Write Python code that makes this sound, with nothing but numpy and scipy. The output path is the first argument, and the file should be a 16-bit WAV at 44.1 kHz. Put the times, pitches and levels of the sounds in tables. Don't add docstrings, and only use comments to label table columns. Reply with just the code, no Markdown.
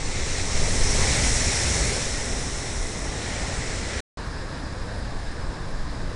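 import sys
import numpy as np
from scipy import signal
from scipy.fft import rfft, irfft, next_fast_len
from scipy.io import wavfile

SR = 44100
rng = np.random.default_rng(int(sys.argv[2]) if len(sys.argv) > 2 else 0)


def wrap_up_sound(samples):
    columns = np.atleast_2d(samples).T
    tamed = np.clip(columns, -1, 1)
    steps = np.round(tamed * 32767).astype(np.int16)
    wavfile.write(sys.argv[1], SR, steps)


def natural_amplitude(level_db):
    exponent = np.asarray(level_db, float) / 20
    return 10 ** exponent


N = 271215
T = np.arange(N) / SR

# frequency in Hz, level in dB per Hz.
BURST_LOW = [(1.8, -36.5), (3.0, -0.5), (16, 1.5), (46, -3), (92, -5.5), (209, -17), (245, -16), (328, -21),
             (406, -17), (558, -20), (690, -23), (853, -23), (974, -26), (1410, -25), (1700, -13),
             (2210, -53), (3740, -120)]
NEAR_LOW = [(1.8, -33), (3.0, -3), (21, -2), (54, -0.5), (69, -3), (144, -9.5), (204, -13.5), (245, -11),
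            (328, -16), (365, -14.5), (502, -14.5), (620, -17.5), (876, -19.5), (974, -22.5), (1700, -18.5),
            (2210, -51), (3740, -120)]
FAR_LOW = [(1.8, -32.5), (3.0, -22), (15, -3), (28, -5), (102, -13), (133, -17.5), (160, -17.5), (233, -23),
           (265, -20.5), (395, -27), (463, -24.5), (637, -26.5), (747, -29), (1050, -28.5), (1370, -28),
           (1700, -26), (2210, -56), (3740, -120)]
# frequency in Hz, level in dB per Hz.
BURST_HIGH = [(590, -37), (1000, 14), (1410, -8.5), (2060, -0.5), (2900, -10), (3300, -9), (3950, -6),
              (4830, -6), (5620, -2), (6270, -5.5), (8140, -7), (10200, -15.5), (11000, -23.5),
              (12300, -56), (22000, -120)]
FALL_HIGH = [(590, -37), (1000, -7), (1160, 3), (1370, -3.5), (1580, -5), (1960, 0.5), (2720, -9),
             (3320, -9), (3850, -5), (4560, -8.5), (5560, -1), (6260, -5.5), (8190, -6.5), (9690, -12.5),
             (10700, -19), (11900, -49), (22000, -120)]
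DRAIN_HIGH = [(590, -37), (1000, -7), (1110, -3), (1220, -1), (1550, -4.5), (1950, 0), (2800, -10),
              (4020, -8.5), (4750, -8), (5610, -8), (6250, -11), (7980, -11), (8800, -16), (9620, -17),
              (10400, -28), (13500, -51), (22000, -120)]
FAR_HIGH = [(590, -30), (1000, -9), (1240, -10.5), (1390, -18), (1630, -12.5), (1820, -15.5), (1980, -20.5),
            (3090, -29), (3890, -23), (4490, -25), (4950, -12.5), (5300, -8), (5830, -15.5), (7560, -15.5),
            (8250, -17.5), (10000, -20), (13000, -55), (22000, -120)]
# time in seconds, peak level in dB.
GUSTS = [(.07, -29), (.22, -23), (.56, -22), (.7, -22.5), (.89, -19), (1.35, -26.5), (1.5, -39),
         (2.08, -28.5), (2.35, -35), (2.52, -33), (2.78, -32), (3.05, -38), (3.56, -37), (3.88, -41),
         (4.64, -32), (4.8, -36), (5.13, -33), (5.42, -30.5), (5.8, -26), (5.92, -30), (6.14, -37)]
# time in seconds, level in dB.
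AIRBORNE = [(0.0, -38), (0.14, -35.5), (0.75, -30), (1.12, -27), (1.72, -27.5), (1.95, -30), (2.12, -33),
            (2.5, -35.5), (3.12, -39), (3.5, -37), (4.0, -39), (4.17, -50), (4.35, -50), (6.15, -52)]
# time in seconds, roar gain in dB, foam gain in dB.
HEAVES = [(.12, 1.7, 2), (.3, 1, 2), (.62, 0.1, -0.5), (1.02, 0.8, 0.4), (1.13, 1, 1.5), (2.27, .8, -0.1),
          (2.55, -0.7, -0.5), (3.5, 1.1, -1.3), (3.98, 0.5, 1.8), (4.8, 1, .8), (5.25, -0.5, 0.1)]
# time in seconds, peak level in dB.
AIR_POCKETS = [
    (0.04, -20),
    (0.379, -22),
    (0.604, -22),
    (0.611, -16),
    (1.102, -18),
    (1.324, -19),
]
# time in seconds, low edge in Hz, high edge in Hz, level in dB.
HISS_PATCHES = [
    (.06, 4220, 5300, -46),
    (.06, 5700, 7600, -42),
    (.39, 4200, 5200, -45),
    (1.41, 5700, 7700, -33.5),
    (2.80, 4200, 5260, -54),
    (3.36, 6200, 7700, -45),
    (3.36, 9700, 10500, -60),
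    (4.59, 7600, 9100, -62),
    (4.66, 4200, 5160, -51),
    (5.42, 4560, 5800, -53.5),
]

WIND_TOP_HZ, ROAR_TOP_HZ, FOAM_TOP_HZ, SPRAY_TOP_HZ = 36, 1300, 4800, 13000
FALL_S, DRAIN_S, BLEND_S = 2.05, 3.3, 0.18
CUT_S, RESUME_S, RESUME_FADE_S = 4.0042, 4.1713, .002


def rms_one(x):
    return x / np.sqrt(np.mean(x ** 2) + 1e-20)


def ramp(s, length_s):
    return np.clip((T - s) / length_s, 0, 1)


def handover(s):
    return np.pi / 2 * ramp(s - BLEND_S, 2 * BLEND_S)


def drift(size, per_s):
    spacing, settle = 40, 2000
    pole = np.exp(-2 * np.pi * spacing * per_s / SR)
    noise = rng.standard_normal(size // spacing + settle + 2)
    slow = signal.lfilter([1], [1, -2 * pole, pole * pole], noise)[settle:]
    return np.interp(np.arange(size) / spacing, np.arange(len(slow)), rms_one(slow - slow.mean()))


def grains(size, per_s, spread_db):
    born = rng.random(size) < per_s / SR
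    uneven = natural_amplitude(spread_db * np.minimum(rng.exponential(1, size), 4))
    return born * rng.standard_normal(size) * uneven


def coloured(source, spectrum, low, high, count, shared_db, own_db, per_s):
    size = len(source)
    points_hz, points_db = np.transpose(spectrum)
    log_hz = np.log(np.maximum(np.arange(size // 2 + 1) * SR / size, 1))
    tone = rfft(source) * natural_amplitude(np.interp(log_hz, np.log(points_hz), points_db))
    step = np.log(high / low) / count
    together, out = shared_db * drift(size, per_s), 0
    for centre in np.log(low) + step * (np.arange(count) + .5):
        share = np.clip(1 - np.abs(log_hz - centre) / step, 0, 1)
        out = out + irfft(tone * share, size) * natural_amplitude(together + own_db * drift(size, 2 * per_s))
    return rms_one(out)


def gusts():
    calm_db, rise_db_per_s, fall_db_per_s = -36.5, 66, 61
    power = natural_amplitude(2 * calm_db)
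    for s, db in GUSTS:
        below_peak = np.maximum(rise_db_per_s * (s - T), fall_db_per_s * (T - s))
        power = power + natural_amplitude(2 * (db - below_peak))
    return 10 * np.log10(power)


def wind(size, low):
    return coloured(rng.standard_normal(size), low, 2.5, WIND_TOP_HZ, count=8,
                    shared_db=-1.6, own_db=0.5, per_s=5.0)


def tick():
    age = T - 4.2715
    puff = rng.standard_normal(N) * (age > 0) * np.exp(-np.abs(age) / .0015)
    bright = signal.butter(4, 10000, "high", fs=SR, output="sos")
    return natural_amplitude(-50) * signal.sosfilt(bright, puff)


def hiss_patches():
    size, out = 1900, np.zeros(N)
    hz = np.arange(size // 2 + 1) * SR / size
    for s, low, high, db in HISS_PATCHES:
        noise = irfft(rfft(rng.standard_normal(size)) * (hz > low) * (hz < high), size)
        start = round(s * SR) - size // 2
        out[start:start + size] += natural_amplitude(db) * rms_one(noise) * np.hanning(size)
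    return out * [[1], [-1]]


def roar(size, low, churn):
    return coloured(grains(size, 24000, 0.71), low, WIND_TOP_HZ, ROAR_TOP_HZ, count=11,
                    shared_db=.5 * churn, own_db=1.67 * churn, per_s=1.94)


def foam(size, high, churn):
    return coloured(grains(size, 32000, 0.64), high, ROAR_TOP_HZ, FOAM_TOP_HZ, count=7,
                    shared_db=0.66 * churn, own_db=1.1 * churn, per_s=9.0)


def spray(size, high, churn):
    return coloured(grains(size, 36000, 0.93), high, FOAM_TOP_HZ, SPRAY_TOP_HZ, count=7,
                    shared_db=0.25 * churn, own_db=0.93 * churn, per_s=6.0)


def opening_top(x):
    top = signal.sosfiltfilt(signal.butter(4, 10200, "high", fs=SR, output="sos"), x)
    held_back = .75 * (1 - ramp(.3, .6))
    return x - held_back * top


def water():
    spray_db = np.interp(T, *np.transpose(AIRBORNE))
    slam_s, attack_s, hold_s, release_s = 0.31, 0.28, 1.285, 0.28
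    slam = ramp(slam_s, attack_s) - ramp(slam_s + attack_s + hold_s, release_s)
    near = T < RESUME_S
    roar_db = np.where(near, -31 + 5 * slam, -32.5)
    backwash_db = 3.5 * ramp(2.97, .25)
    near_foam_db = -30.5 + 0.86 * (spray_db + 27.5) + backwash_db
    far_foam_db = -42 - (T - RESUME_S)
    foam_db = np.where(near, near_foam_db, far_foam_db)
    half_s = 0.17
    for s, roar_gain_db, foam_gain_db in HEAVES:
        heave = ramp(s - half_s, half_s) - ramp(s, half_s)
        roar_db = roar_db + roar_gain_db * heave
        foam_db = foam_db + foam_gain_db * heave
    return roar_db, foam_db, spray_db


def sea(start, end, levels, low, high, churn):
    first, last = max(round(start * SR), 0), min(round(end * SR), N)
    size, out = next_fast_len(last - first), np.zeros(N)
    layers = wind(size, low), roar(size, low, churn), foam(size, high, churn), spray(size, high, churn)
    for db, layer in zip(levels, layers):
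        out[first:last] += natural_amplitude(db[first:last]) * layer[:last - first]
    return out


def thumps():
    swing_hz, length_s, gain_db = 42, .016, -5
    out = np.zeros(N)
    for s, db in AIR_POCKETS:
        age = T - s - length_s
        swell = np.exp(-(age / length_s) ** 2)
        out += natural_amplitude(db + gain_db) * swell * np.sin(2 * np.pi * swing_hz * age)
    return out


def scene():
    levels = (gusts(), *water())
    burst = sea(0, FALL_S + BLEND_S, levels, BURST_LOW, BURST_HIGH, churn=0.76)
    fall = sea(FALL_S - BLEND_S, DRAIN_S + BLEND_S, levels, NEAR_LOW, FALL_HIGH, churn=0.41)
    drain = sea(DRAIN_S - BLEND_S, CUT_S, levels, NEAR_LOW, DRAIN_HIGH, churn=0.55)
    far = sea(RESUME_S, N / SR, levels, FAR_LOW, FAR_HIGH, churn=0.79) * ramp(RESUME_S, RESUME_FADE_S)
    falling, draining = handover(FALL_S), handover(DRAIN_S)
    near = np.cos(falling) * opening_top(burst) + np.sin(falling) * np.cos(draining) * fall
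    near = near + np.sin(draining) * drain
    mono = thumps() + near + far
    return np.stack([mono, mono])


def ragged_top(x):
    frames = dict(fs=SR, window="cosine", nperseg=2048, noverlap=1024)
    hz, _, lines = signal.stft(x, **frames)
    size = np.abs(lines) + 1e-12
    level = np.sqrt(np.mean(size[(hz > 7500) & (hz < 9000)] ** 2, axis=0))
    step = natural_amplitude(-35.5) * level ** .57
    scatter = natural_amplitude(4.4 * rng.standard_normal(size.shape))
    kept = size * scatter > step
    change = kept * np.maximum(1.6 * step / size, 1) - 1
    change[hz < 8050] = 0
    return x + signal.istft(lines * change, **frames)[1][:N] * (x != 0)


def band_limit(x):
    return signal.sosfilt(signal.butter(12, 14800, fs=SR, output="sos"), x)


def record(dry):
    mix = ragged_top(dry[0]) + tick() + hiss_patches()
    return band_limit(mix)


dry = scene()
out = record(dry)
wrap_up_sound(out)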